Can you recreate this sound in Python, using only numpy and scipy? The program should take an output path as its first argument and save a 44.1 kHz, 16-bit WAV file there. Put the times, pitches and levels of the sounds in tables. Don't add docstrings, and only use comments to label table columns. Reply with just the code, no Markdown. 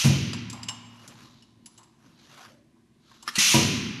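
import sys
import numpy as np
from scipy import signal
from scipy.fft import rfft, irfft
from scipy.io import wavfile
from scipy.ndimage import uniform_filter1d

SR = 44100
rng = np.random.default_rng(int(sys.argv[2]) if len(sys.argv) > 2 else 0)


def unload_audio(sound):
    columns = np.transpose(np.atleast_2d(sound))
    steps = np.round(np.clip(columns, -1, 1) * 32767)
    wavfile.write(sys.argv[1], SR, steps.astype(np.int16))


N = 176400
T = np.arange(2 * SR) / SR


# (frequency [Hz], level [dB])
HISS_COLOUR = [(60, -40.5), (100, -15.5), (170, -17.5), (300, -28), (600, -25.5), (1000, -14.5),
               (1400, -12.5), (1800, -10.5), (2300, -3.5), (2800, -1.5), (3600, -4.5), (5000, -4.5),
               (6100, 0), (7200, -6.5), (8200, -15.5), (9400, -8), (10600, -17), (11700, -12)]
# (frequency [Hz], boost [dB])
MUFFLER_PEAKS = [(1987, 3.5), (2450, 7), (2663, 6), (2772, 0), (2875, 6), (3107, 7), (3331, 4.5), (3930, 3),
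                 (4096, 9.5), (6115, 3)]

def muffler_hiss(half_width_hz=15):
    hz = np.fft.rfftfreq(len(T), 1 / SR)
    boost_db = sum(db / (1 + ((hz - f) / half_width_hz) ** 2) for f, db in MUFFLER_PEAKS)
    return unit(irfft(rfft(noise(HISS_COLOUR, len(T))) * amp(boost_db)))


# (time [s], hold [s], level [dB])
BLASTS = [(-.1, 0.081, -21.5), (3.381, 0.15, -17.5)]
# (frequency [Hz], T60 [s])
BLAST_DECAY = [(300, 1.2), (1200, 1.71), (2800, 1.233), (5500, 0.99), (7500, 0.65), (11000, 0.63)]
# (time [s], level [dB], attack [s], T60 [s])
PUFFS = [(3.298, -50, .003, 0.59), (3.331, -43.5, 0.023, .1), (3.353, -25.5, 0.0047, 0.22)]
# (frequency [Hz], level [dB])
PUFF_COLOUR = [(180, -56), (300, -27.5), (2200, -4.5), (2770, 1), (3550, -9), (4140, 2), (5130, -12),
               (5990, -4.5), (12000, -15.5), (15600, -47), (22000, -120)]
# (frequency [Hz], relative level [dB], T60 [s])
VALVE_MODES = [(134, -9, 0.13), (205.5, 2.5, 0.082), (325, -10.5, 0.12), (1985, 3, .15)]

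def air_valve(attack_s=.0075, sag_db_per_s=12, kick_s=3.379, kick_db=-27):
    out = np.zeros(N)
    for s, hold, db in BLASTS:
        pressure = np.minimum(T / attack_s, 1) * amp(db - sag_db_per_s * np.minimum(T, hold))
        add(out, s, pressure * fade(muffler_hiss(), BLAST_DECAY, hold))
    for s, db, attack, t60 in PUFFS:
        add(out, s, amp(db) * burst(PUFF_COLOUR, attack, t60))
    add(out, kick_s, sum(amp(kick_db + db) * mode(hz, .0035, t60) for hz, db, t60 in VALVE_MODES))
    return out


# (time [s], boom level [dB], hardness: gain on the upper modes [dB], rattle level [dB])
RAM_HITS = [(.041, -11.5, -19.5, -22.5), (3.538, -18.5, 2, -19)]
# (frequency [Hz], relative level [dB], T60 [s])
FRAME_MODES = [(82.3, -20, 1.2), (97.8, -13.5, 0.81), (112.5, -18, 2.25), (137.4, -1, .55),
               (158.3, -14, 0.54), (183, -11.5, 1.1), (222, -3, 0.44), (237, -15.5, 2.8), (269, -22.5, 0.6),
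               (326, -3.5, .35), (335, -18, 1.3), (392, -15, .7), (455.5, -19.5, .5), (555, -13, 0.34),
               (697, -16, 0.47), (964, -5, .28), (1015, -19, 1.0), (1188, -22.5, 0.35)]
# (frequency [Hz], level [dB])
RATTLE_COLOUR = [(25, -32.5), (50, -24.5), (90, -5), (160, 0), (260, -2.5), (450, -13), (900, -13.5),
                 (1500, -17.5), (4000, -21.5)]
# (frequency [Hz], T60 [s])
RATTLE_DECAY = [(50, 1.5), (120, 1.52), (250, 1.74), (500, 0.78), (900, 0.37), (3000, 0.21)]

def ram(boom_attack_cycles=2.9, hardness_ramp_hz=(140, 410), rattle_attack_s=.008):
    out = np.zeros(N)
    for s, boom_db, hardness_db, rattle_db in RAM_HITS:
        for hz, db, t60 in FRAME_MODES:
            gain = amp(boom_db + db + hardness_db * np.interp(hz, hardness_ramp_hz, [0, 1]))
            add(out, s, gain * mode(hz, boom_attack_cycles / hz, t60, len(T)))
        rattle = fade(noise(RATTLE_COLOUR, len(T)), RATTLE_DECAY)
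        add(out, s, amp(rattle_db) * np.minimum(T / rattle_attack_s, 1) * rattle)
    return out


# (time [s], crack level [dB], crack tilt [dB/octave], attack [s],
# ring level of each of the mode groups 0-3 [dB])
TICKS = [(0.332, -32, -5, .001, -43, -23, -39, -42), (0.4991, -37.5, 1, 0.0009, -64, -33, -40, -57),
         (.527, -42.5, 1, 0.0041, -60, -39, -38.5, -58), (0.6306, -39, -2, 0.0018, -41.5, -30, -38, -48),
         (0.684, -31, -3, 0.0038, -23, -36, -27, -42), (1.0772, -41, 5.5, 0.00075, -68, -54, -52, -58),
         (1.423, -57.5, 0, .002, -52.5, -60, -71, -66), (1.6585, -44, 3, .002, -54, -45, -46, -40),
         (1.776, -52, 1.5, .003, -56, -57, -48, -53), (1.83, -59, -1, 0.0017, -63, -56, -54.5, -70),
         (3.14, -58, -7, .003, -76, -70, -68, -76), (3.224, -45.5, 5, 0.0041, -52, -58, -49, -62)]
# (frequency [Hz], relative level [dB], T60 [s], group [rounded to 0-3])
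PLATE_MODES = [(2890, -0.5, .07, -0.5), (3774, -15.5, 0.047, 0), (4910, -4, 0.044, 1),
               (5315, -4, 0.059, 0.5), (6400, -6.5, 0.045, 2), (7570, -1, .075, 2), (10190, -4, .08, 3)]
# (frequency [Hz], level [dB])
CRACK_COLOUR = [(500, -11), (1200, -3.5), (3000, 2.5), (5200, 3.5), (7500, 4), (8500, -10.5), (10000, -2),
                (12000, -10)]
# (time [s], level [dB], T60 [s])
KNOCKS = [(.338, -45, 0.19), (.53, -45, 0.45), (.57, -52, 0.39), (.688, -42.5, 0.28), (1.668, -63, .25),
          (1.782, -58, 0.46), (2.757, -73, .25), (3.112, -52.5, 0.068), (3.226, -52, 0.16)]
# (frequency [Hz], level [dB])
KNOCK_COLOUR = [(300, -27), (700, -7), (870, -4.5), (1020, 3), (1200, -6), (1600, -17), (4000, -31.5)]

def plate(seated_s=1.3, seated_tuning=1.012):
    out = np.zeros(N)
    for s, crack_db, tilt_db, attack, *ring_db in TICKS:
        tuning = seated_tuning if s > seated_s else 1
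        ring = sum(amp(db + ring_db[round(group)]) * mode(hz * tuning, attack, t60)
                   for hz, db, t60, group in PLATE_MODES)
        add(out, s, chatter(ring))
        add(out, s, amp(crack_db) * burst(CRACK_COLOUR, attack, t60=.07, tilt_db=tilt_db))
    for s, db, t60 in KNOCKS:
        add(out, s, amp(db) * burst(KNOCK_COLOUR, attack=.004, t60=t60))
    return out


def chatter(ring, depth=.33):
    shake = unit(uniform_filter1d(rng.standard_normal(len(ring)), size=90))
    return ring * (1 + depth * shake) / np.hypot(1, depth)


# (time [s], ring level [dB], snap level [dB], tuning [ratio])
CLICKS = [(3.277, -21, -29, 1.0), (3.2871, -25.5, -30.5, 1.04)]
# (frequency [Hz], relative level [dB], T60 [s])
SWITCH_MODES = [(1208, -3, 0.032), (1350, -6.5, 0.037), (1730, -6.5, 0.057), (3210, -17, 0.097),
                (4670, -13, 0.038), (5100, -7, 0.041), (5450, -11.5, 0.048), (9820, -15.5, 0.03)]
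# (frequency [Hz], level [dB])
SNAP_COLOUR = [(150, -10), (350, -2), (700, -13), (1200, 4), (2500, 1), (5800, -2), (8000, -13),
               (12000, -9)]

def pedal(scrape_s=.023, scrape_db=-45):
    out = np.zeros(N)
    add(out, CLICKS[0][0] - scrape_s, amp(scrape_db) * burst(SNAP_COLOUR, attack=scrape_s, t60=.05))
    for s, ring_db, snap_db, tuning in CLICKS:
        ring = sum(amp(db) * mode(hz * tuning, .00095, t60) for hz, db, t60 in SWITCH_MODES)
        snap = burst(SNAP_COLOUR, attack=.0012, t60=.06)
        add(out, s, amp(ring_db) * ring + amp(snap_db) * snap)
    return out


# (peak time [s], attack [s], release [s], body level [dB], sheen level [dB])
SWISHES = [(1.08, 0.12, 0.12, -54.5, -72.5), (1.22, 0.052, 0.075, -55.5, -59),
           (1.34, 0.052, 0.12, -75.5, -63.5), (1.78, 0.079, 0.081, -68.5, -70.5),
           (2.06, 0.048, 0.077, -62.5, -91), (2.22, .05, 0.12, -68, -62.5), (2.42, 0.097, 0.063, -50, -83),
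           (3.12, 0.054, 0.22, -62, -62.5)]
# (frequency [Hz], level [dB])
CLOTH_COLOUR = [(300, -2.5), (500, -2), (750, -2), (1150, 1.5), (1550, 0), (1950, -5.5), (2700, -5),
                (6500, -8.5), (8500, -21.5), (12000, -16)]
# (frequency [Hz], level [dB])
SHEEN_COLOUR = [(1500, -25), (3000, -4), (4000, 3), (5000, -6.5), (7000, -10.5), (9000, -38)]

def cloth(grain_db=2):
    t = np.arange(N) / SR
    body_power = sheen_power = 0
    for s, attack, release, body_db, sheen_db in SWISHES:
        from_peak = (t - s) / np.where(t < s, attack, release)
        swell = 1 / np.cosh(np.clip(1.163 * from_peak, -20, 20))
        body_power += (amp(body_db) * swell) ** 2
        sheen_power += (amp(sheen_db) * swell) ** 2
    grain = amp(grain_db * unit(uniform_filter1d(rng.standard_normal(N), size=200)))
    body = np.sqrt(body_power) * unit(patchy(noise(CLOTH_COLOUR, N), depth_db=2.5))
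    sheen = np.sqrt(sheen_power) * noise(SHEEN_COLOUR, N)
    return unit(grain) * (body + sheen)


# (time [s], level [dB], attack [s], T60 [s], pitch [Hz])
DRAGS = [(2.06, -73, .02, .15, 600), (2.29, -61, 0.017, .2, 1300), (2.37, -56, .04, .3, 760),
         (2.43, -58, .012, .12, 1090), (2.47, -61.5, 0.035, 0.7, 576), (3.113, -56, .002, .06, 1620)]

def glove_drags(half_width_ratio=.087):
    out = np.zeros(N)
    hz = np.fft.rfftfreq(SR, 1 / SR)
    for s, db, attack, t60, pitch in DRAGS:
        rub = irfft(rfft(rng.standard_normal(SR)) / (1 + ((hz / pitch - 1) / half_width_ratio) ** 2))
        add(out, s, amp(db) * unit(rub) * envelope(attack, t60, SR))
    return out


# (time [s], level [dB], attack [s], T60 [s])
BUMPS = [(1.03, -53, 0.037, 1), (1.199, -54, 0.028, 1), (1.55, -55.5, 0.044, 0.35),
         (1.759, -62, 0.021, 0.36), (2.02, -56, 0.044, 1), (2.221, -61, .05, .7), (2.441, -57.5, 0.045, .5),
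         (2.952, -63, 0.0096, 0.14)]
# (frequency [Hz], level [dB])
BUMP_COLOUR = [(80, -10), (125, 1), (180, -6.5), (230, 0.5), (330, -9.5), (450, -22.5), (570, -19),
               (700, -38), (2000, -58)]

def hand_bumps():
    out = np.zeros(N)
    for s, db, attack, t60 in BUMPS:
        add(out, s, amp(db) * burst(BUMP_COLOUR, attack, t60))
    return out


# (frequency [Hz], level [dB])
DRONE_BANDS = [(118, -75), (137, -71), (230, -66), (333, -73.5)]
# (frequency [Hz], level [dB])
BED_COLOUR = [(15, -57), (25, -37), (43, -7), (138, -2), (349, -3.5), (386, -7), (500, -24), (737, -16.5),
              (906, -27.5), (1010, -13.5), (1370, -30), (1520, -20.5), (12000, -33.5), (15600, -75.5),
              (22000, -120)]

def room_tone(half_width_hz=12.7, bed_db=-65):
    hz = np.fft.rfftfreq(N, 1 / SR)
    drone = np.zeros(N)
    for centre, db in DRONE_BANDS:
        band = irfft(rfft(rng.standard_normal(N)) / (1 + ((hz - centre) / half_width_hz) ** 2), N)
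        drone += amp(db) * unit(band)
    return drone + amp(bed_db) * noise(BED_COLOUR, N)


# (frequency [Hz], T60 [s])
REVERB_DECAY = [(100, 3.2), (1000, 2.46), (3000, 1.26), (7000, 0.72), (11000, 0.57)]

def reverb(send, attack_s=.0071):
    tail = fade(rng.standard_normal(len(T)), REVERB_DECAY) * np.minimum(T / attack_s, 1)
    return signal.fftconvolve(send, tail / np.linalg.norm(tail))[:N]


def amp(db):
    return 10 ** (np.asarray(db) / 20)


def unit(x):
    return x / np.sqrt(np.mean(x ** 2) + 1e-20)


def curve_at(points, hz):
    f, value = np.transpose(points)
    return np.interp(np.log(hz + 1), np.log(f + 1), value)


def add(mix, s, sound):
    at = round(s * SR)
    sound = sound[max(-at, 0):]
    part = mix[max(at, 0):][:len(sound)]
    part += sound[:len(part)]


def noise(colour, size, tilt_db=0):
    hz = np.fft.rfftfreq(size, 1 / SR) + 1
    gain = amp(curve_at(colour, hz) + tilt_db * np.log2(hz / 5000))
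    gain /= (1 + (colour[0][0] / 2 / hz) ** 2) ** 2
    return unit(irfft(rfft(rng.standard_normal(size)) * gain, size))


def fade(x, decay, hold=0):
    hz, t, spectrum = signal.stft(x, SR, nperseg=512)
    gain = np.exp(-np.log(1000) * np.maximum(t - hold, 0) / curve_at(decay, hz)[:, None])
    return signal.istft(spectrum * gain, SR)[1][:len(x)]


def patchy(x, depth_db):
    spectrum = signal.stft(x, SR, nperseg=512)[2]
    bands = uniform_filter1d(rng.standard_normal(spectrum.shape), size=3, axis=0)
    patches = unit(uniform_filter1d(bands, size=7, axis=1))
    return signal.istft(spectrum * amp(depth_db * patches), SR)[1][:len(x)]


def envelope(attack, t60, size):
    t = T[:size]
    return np.minimum(t / max(attack, 1e-4), 1) * np.exp(-np.log(1000) * np.maximum(t - attack, 0) / t60)


def burst(colour, attack, t60, tilt_db=0):
    return noise(colour, SR // 2, tilt_db) * envelope(attack, t60, SR // 2)


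def mode(hz, attack, t60, size=SR // 2):
    return np.sin(2 * np.pi * (hz * T[:size] + rng.random())) * envelope(attack, t60, size)


def scene(air_send_db=-11.5, plate_send_db=-10, pedal_send_db=-12.5):
    air, ticks, clicks = air_valve(), plate(), pedal()
    echo = reverb(amp(air_send_db) * air + amp(plate_send_db) * ticks + amp(pedal_send_db) * clicks)
    machine = air + ram() + ticks + clicks
    handling = cloth() + glove_drags() + hand_bumps()
    return (machine + handling + echo + room_tone())[None]


def record(dry):
    high_cut = signal.firwin(511, cutoff=12150, window=("kaiser", 9), fs=SR)
    return signal.oaconvolve(dry, high_cut[None], "same")


dry = scene()
out = record(dry)
unload_audio(out)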